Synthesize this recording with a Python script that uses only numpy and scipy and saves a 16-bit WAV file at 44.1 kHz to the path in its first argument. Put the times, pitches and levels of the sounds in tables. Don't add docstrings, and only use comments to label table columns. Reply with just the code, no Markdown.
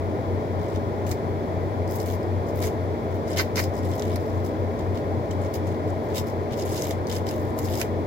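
import sys
import numpy as np
from scipy import signal
from scipy.fft import rfft, irfft
from scipy.io import wavfile
from scipy.ndimage import uniform_filter1d

SR = 44100
rng = np.random.default_rng(int(sys.argv[2]) if len(sys.argv) > 2 else 0)


def dump(signal):
    limited = np.clip(np.atleast_2d(signal).T, -1, 1)
    pcm = np.round(limited * 32767).astype(np.int16)
    wavfile.write(sys.argv[1], SR, pcm)


N = 355446
TIME = np.arange(N) / SR
BIN_HZ = np.maximum(np.fft.rfftfreq(N, 1 / SR), 1)
SIDES = np.array([[.5], [-.5]])


def undb(db):
    return 10 ** (np.asarray(db) / 20)


def pan(db):
    return undb(SIDES * db)


def over_bins(table):
    hz, *columns = np.transpose(table)
    return [np.interp(np.log(BIN_HZ), np.log(hz), column) for column in columns]


def hiss(spectrum):
    gain = undb(over_bins(spectrum)[0])
    return irfft(rfft(rng.standard_normal((2, N))) * gain / np.sqrt(np.mean(gain ** 2)), N)


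def tone(hz, start_s, left_lead_rad=-0.66):
    return np.sqrt(2) * np.cos(2 * np.pi * hz * (TIME - start_s) + left_lead_rad * SIDES)


def wander(step_s):
    return 1.2 * np.interp(TIME / step_s, np.arange(N), rng.standard_normal(N))


def fade(energy, seconds):
    retained = np.exp(-1 / (seconds * SR))
    return signal.lfilter([1 - retained], [1, -retained], energy)


def resonate(x, hz, width_hz):
    b, a = signal.iirpeak(min(hz, .45 * SR), hz / width_hz, SR)
    return signal.lfilter(b, a, x) * np.sqrt(SR / (np.pi * width_hz))


def echoes(x, t60_s, wet_db, first_s):
    t = TIME[:SR // 2]
    tail = rng.standard_normal((2, len(t))) * undb(-60 * t / t60_s) * (t > first_s)
    tail /= np.sqrt(np.sum(tail ** 2, axis=1, keepdims=True))
    return x + undb(wet_db) * signal.fftconvolve(x, tail, axes=1)[:, :N]


def fan_rush():
    # frequency in Hz, spectral density in dB.
    spectrum = [(25, -81), (45, -68), (90, -53), (200, -60.5), (380, -54.5), (680, -61), (1020, -68),
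                (1200, -73), (2250, -79.5), (2750, -90), (3450, -89.5), (5000, -92.5), (8000, -101),
                (15500, -103)]
    # centre in Hz, width in Hz, gain in dB.
    modes = [(307.4, 12.7, 4), (427.4, 12, 4.5), (633, 77, 3), (710, 28, -2.5), (1012, 53, 4.5),
             (3370, 85, 3.5)]
    # frequency in Hz, left minus right in dB,
    # coherence from 0 to 1, phase lead of the left in radians.
    arrival = [(90, 5.5, .98, -.5), (200, 1, .95, -.55), (340, -3.5, .93, -.35), (760, 5, .72, -.1),
               (1080, 6.5, .6, -3.2), (1550, 3.5, .68, -3.6), (2050, 1.5, .8, -6.2), (2700, 0, .4, -8.8),
               (3500, 2, .2, -12.2), (6000, -1, .03, -14)]
    pan_db, coherence, lead_rad = over_bins(arrival)
    shared = rfft(rng.standard_normal(N)) * np.exp(1j * lead_rad * SIDES)
    diffuse = rfft(rng.standard_normal((2, N)))
    field = np.sqrt(coherence) * shared + np.sqrt(1 - coherence) * diffuse
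    balance = pan(pan_db) / np.sqrt(np.mean(pan(pan_db) ** 2, axis=0))
    modes_db = sum(db * np.exp(-((BIN_HZ - hz) / width) ** 2) for hz, width, db in modes)
    colour = undb(over_bins(spectrum)[0] + modes_db) * np.sqrt(SR / 2)
    return irfft(field * balance * colour, N)


def fan_hum(motor_hz=(93.936, 90.012), motor_db=(-32, -36.5), in_step_s=.057, motor_pan_db=5):
    # time in seconds, gain in dB.
    throb_course = [(0, -1), (5.7, 0.6), (6.3, -2.5), (7.2, -1), (8.06, -1)]
    # frequency in Hz, level in dB, left minus right in dB.
    weak_tones = [(57.65, -51, 2), (115.4, -47.6, 1.5), (120, -45.3, 3), (177.7, -51, 1), (181.1, -51.5, 0),
                  (230.8, -41, 5), (235.4, -53, 9)]
    throb = sum(undb(db) * tone(hz, in_step_s) for hz, db in zip(motor_hz, motor_db))
    throb *= undb(np.interp(TIME, *np.transpose(throb_course)))
    hum = sum(undb(db) * pan(pan_db) * tone(hz, rng.random()) for hz, db, pan_db in weak_tones)
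    return throb * pan(motor_pan_db) + hum


def pulling(table, attack_db_per_s, release_db_per_s):
    curves = np.zeros((len(table[0]) - 3, N))  # level, then any colour columns, all in dB
    curves[0] = -100
    for start, length, final_db, swell_db, *colour in table:
        t = TIME - start
        db = final_db - swell_db * np.clip(1 - t / length, 0, 1)
        db -= attack_db_per_s * np.maximum(-t, 0)
        db -= release_db_per_s * np.maximum(t - length, 0)
        strongest = db > curves[0]
        curves[0, strongest] = db[strongest]
        curves[1:, strongest] = np.reshape(colour, (-1, 1))
    return curves


def fractures(pull_db, per_s, scatter_db, reference_db=-42, doubling_db=11, even_s=0.019):
    breaks = rng.random(N) < per_s / SR * 2 ** ((pull_db - reference_db) / doubling_db)
    size = breaks * undb(scatter_db * rng.standard_normal(N))
    local_power = uniform_filter1d(size ** 2, int(even_s * SR))
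    return size / np.sqrt(local_power + 1e-4)


def struck(kicks, hz, width_hz):
    return resonate(kicks * rng.standard_normal((2, N)), hz, width_hz)


def ripping(gain_db=-3):
    # start in seconds, length in seconds, final level in dB, swell to it in dB.
    rips = [(1.113, 0.0091, -47, 1), (2.622, 0.017, -45, 4.5), (3.375, 0.029, -30.5, 5.5),
            (3.569, 0.024, -31, 6.5), (4.158, 0.0036, -47.5, 4), (7.806, 0.0072, -44, 1)]
    # frequency in Hz, bandwidth in Hz, gain in dB.
    modes = [(428, 410, -2.5), (1020, 270, -2.5), (1520, 740, 1.5), (2080, 540, 6), (4840, 1800, 3)]
    pull_db = pulling(rips, attack_db_per_s=1600, release_db_per_s=900)[0]
    kicks = fractures(pull_db, per_s=830, scatter_db=1.5) * undb(pull_db + gain_db)
    crunch = 0
    for hz, width, db in modes:
        mode = resonate(struck(kicks, hz, width), hz, width)
        crunch += undb(db) * mode * np.sqrt(2 * np.pi * width / SR)
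    return crunch


def chipping(pull_db, per_s=25, threshold_db=-57, over_pull_db=8, ring_hz=(2760, 7000),
             scatter_db=3, bright_db=-15, pan_db=3):
    at = np.flatnonzero((rng.random(N) < per_s / SR) & (pull_db > threshold_db))
    size, pitch, side = rng.uniform(-1.16, 1, (N, 3))[at].T
    db = pull_db[at] + over_pull_db + scatter_db * size
    hz = ring_hz[0] * (ring_hz[1] / ring_hz[0]) ** ((pitch + 1) / 2)
    return list(zip(at / SR, db, hz, np.full(len(at), bright_db), pan_db * side))


def snapping(chips, crack_db=-3, air_db=4, ring_db=-4, ring_cycles=4.4,
             crack_s=0.00035, rise_s=0.00034, delay_s=.0003):
    # time in seconds, level in dB, ring frequency in Hz,
    # brightness in dB, left minus right in dB.
    snaps = [ (0.76, -32, 3560, -21, 3), (1.067, -31, 2400, -17, 0), (1.114, -20.5, 4950, -18, -3),
             (1.8766, -34, 5110, -13, 0), (2.001, -27, 5510, -24, -7), (2.0637, -33, 6840, -13, 0),
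             (2.0862, -34, 3270, -14, 0), (2.1001, -33, 3400, -16, -1), (2.626, -25, 4940, -18, 4),
             (3.2795, -34, 4800, -17, 1), (3.3737, -30, 4800, -17, 3), (3.5577, -16, 5200, -22, 5),
             (3.5694, -21, 2350, -17, -4), (3.64, -23, 4870, -18, 1), (3.767, -39, 2370, -15, -2),
             (3.8514, -36, 3500, -6, 0), (3.915, -30, 3250, -19, 0), (3.936, -30, 3300, -25, -3),
             (3.9544, -35, 6230, -21, -5), (3.9958, -25, 6240, -21, -6), (4.0216, -23.5, 3300, -29, -3),
             (4.1587, -26, 5600, -6, -1), (4.793, -39, 4360, -20, -3), (4.9748, -36, 2970, -17, 0),
             (5.3097, -30.5, 6240, -23, -4), (5.313, -31.5, 3010, -25, 0), (5.539, -31, 6300, -10, -5),
             (6.182, -24, 3840, -18, 6), (6.199, -33, 3740, -16, 0), (6.2706, -37, 5180, -7, -1),
             (6.6354, -36, 2650, -10, 1), (6.7774, -29, 6380, -14, -4), (6.8209, -19.5, 6140, -14, -1),
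             (6.8434, -28, 6460, -22, -1), (6.9092, -22.5, 3510, -15, 0), (7.0697, -27.5, 5000, -26, 2),
             (7.0968, -26, 3980, -20, 3), (7.1138, -23, 3270, -20, 0), (7.1254, -23, 4970, -17, 2),
             (7.1534, -28, 3000, -10, 2), (7.1657, -24, 4900, -13, 0), (7.2678, -27, 3150, -15, 0),
             (7.2893, -27, 6510, -17, 0), (7.3101, -27, 2720, -8, 3), (7.5046, -40, 2430, -9, 0),
             (7.5884, -21, 7000, -7, -2), (7.8141, -12.5, 2440, -15, -1)]
    # frequency in Hz, relative level in dB.
    crack_spectrum = [(600, -21), (1700, 4), (2400, -7), (4000, 3.5), (7500, 3), (11000, -15)]
    air_spectrum = [(6000, -18), (9500, 0), (12500, 7), (16000, -7)]
    crack_energy, air_energy, rings = np.zeros((3, 2, N))
    t = TIME[:SR // 50]
    onset = 1 - np.exp(-t / rise_s)
    for time_s, db, hz, bright_db, pan_db in list(snaps) + chips:
        at = int((time_s + delay_s) * SR)
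        size = undb(db) * pan(pan_db)
        energy = size[:, 0] ** 2 * crack_s * SR
        crack_energy[:, at] += energy * undb(crack_db) ** 2
        air_energy[:, at] += energy * undb(bright_db + air_db) ** 2
        swing = np.sin(2 * np.pi * (hz * t + rng.random((2, 1))))
        decay = np.exp(-t * hz / ring_cycles)
        rings[:, at:at + len(t)] += size * undb(ring_db) * swing * decay * onset
    crack = np.sqrt(fade(fade(crack_energy, crack_s), rise_s)) * hiss(crack_spectrum)
    air = np.sqrt(fade(fade(air_energy, crack_s), rise_s)) * hiss(air_spectrum)
    return crack + air + rings


def peeling(pull_db, depth_db, bright_db, bend_db=3, bend_s=.03):
    # frequency in Hz, bandwidth in Hz, gain in dB.
    modes = [(2170, 170, -4.5), (3420, 1050, 0), (4500, 870, -17), (5130, 410, -4.5), (6570, 540, -5.5),
             (7700, 1700, -5), (9500, 3500, -8), (12270, 660, -5), (14600, 2500, -1.5)]
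    kicks = fractures(pull_db, per_s=950, scatter_db=1.0) * undb(pull_db)
    crackle = 0
    for hz, width, db in modes:
        deep = np.interp(hz, (3400, 4600), (1, 0))
        bright = np.interp(hz, (7400, 10000), (0, 1))
        mode_db = db + deep * depth_db + bright * bright_db + bend_db * wander(bend_s)
        crackle += struck(kicks * undb(mode_db), hz, width)
    return crackle


def scene():
    # start in seconds, length in seconds, final level in dB,
    # swell to it in dB, depth in dB, brightness in dB.
    pulls = [ (0.59, .14, -62, 4, 1, -5), (0.732, 0.026, -56, 0, -2, -9), (1.07, .022, -48.5, 2, -2, -2),
             (1.111, 0.011, -49.5, -2, -8, -3), (1.895, 0.12, -48, 5.5, -11, 0),
             (1.953, 0.017, -47.5, -1, -16, 5), (2.06, 0.083, -51, 0.5, -3, 0),
             (2.205, .028, -66, 1, -4, 0), (2.472, .018, -55, 5, -8, -1), (2.557, 0.055, -50.5, 5, -7, 3.5),
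             (2.62, 0.052, -41.5, 1.5, -4, -2), (3.11, .05, -66, -2, -2, -2),
             (3.28, 0.055, -47.5, 2, -3, -8), (3.373, 0.029, -37.5, 2, 0, 0),
             (3.568, 0.031, -35.5, 8, -5, -2.5), (3.61, 0.03, -45, -3, -17, -4),
             (3.74, 0.048, -50, 6, -15, -6), (3.83, .195, -54.5, 4.5, 0, -2), (4.03, 0.12, -56.5, 0, 3, -3),
             (4.2, 0.21, -64.5, -3, -4, -5), (4.446, 0.027, -54, -1.5, -10, -1),
             (4.784, .016, -58.5, 1, 1.5, -7), (4.955, .026, -57.5, -1, 1, -4),
             (5.31, 0.011, -56, 5, 0, -6), (5.41, 0.057, -58.5, -1, 2.5, -9),
             (5.541, 0.014, -47, 1.5, -1, 1), (5.67, 0.013, -53.5, -1.5, -2, -5),
             (5.715, 0.028, -63, -2, 5, -8), (5.88, 0.027, -60, -3, -1, -10), (6.04, .1, -62.5, 1, 1, -1),
             (6.156, 0.031, -41, 1, -4, -4.5), (6.27, 0.025, -51.5, -1, -11, -4),
             (6.52, .015, -50, 1, 1.5, -7), (6.572, 0.049, -44, 5.5, -8, -5),
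             (6.63, 0.14, -42, 11.5, -3, -0.5), (6.76, 0.16, -46, -2.5, -3.5, -5),
             (7.095, 0.076, -45.5, 3.5, 0, -3), (7.273, 0.017, -43.5, 6, -7, -1),
             (7.305, 0.2, -67, -13, -1, 1.5), (7.582, .01, -48, 0, -12, 1),
             (7.61, 0.045, -45.5, 10, -10, -5), (7.675, 0.14, -43, 10, -2, 2)]
    fans = fan_rush() + fan_hum()
    pull_db, depth_db, bright_db = pulling(pulls, attack_db_per_s=900, release_db_per_s=506)
    skin = peeling(pull_db, depth_db, bright_db) + ripping() + snapping(chipping(pull_db))
    onion = echoes(skin, t60_s=0.045, wet_db=-2.0, first_s=0.00057)
    return fans + echoes(onion, t60_s=0.23, wet_db=-15.5, first_s=0.0038)


def record(dry, notch_hz=8800, notch_width_hz=750, notch_db=-6, top_hz=15800):
    notch = undb(notch_db * np.exp(-((BIN_HZ - notch_hz) / notch_width_hz) ** 2))
    low_pass = signal.ellip(10, .2, 80, top_hz, fs=SR, output="sos")
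    return signal.sosfilt(low_pass, irfft(rfft(dry) * notch, N))


dry = scene()
out = record(dry)
dump(out)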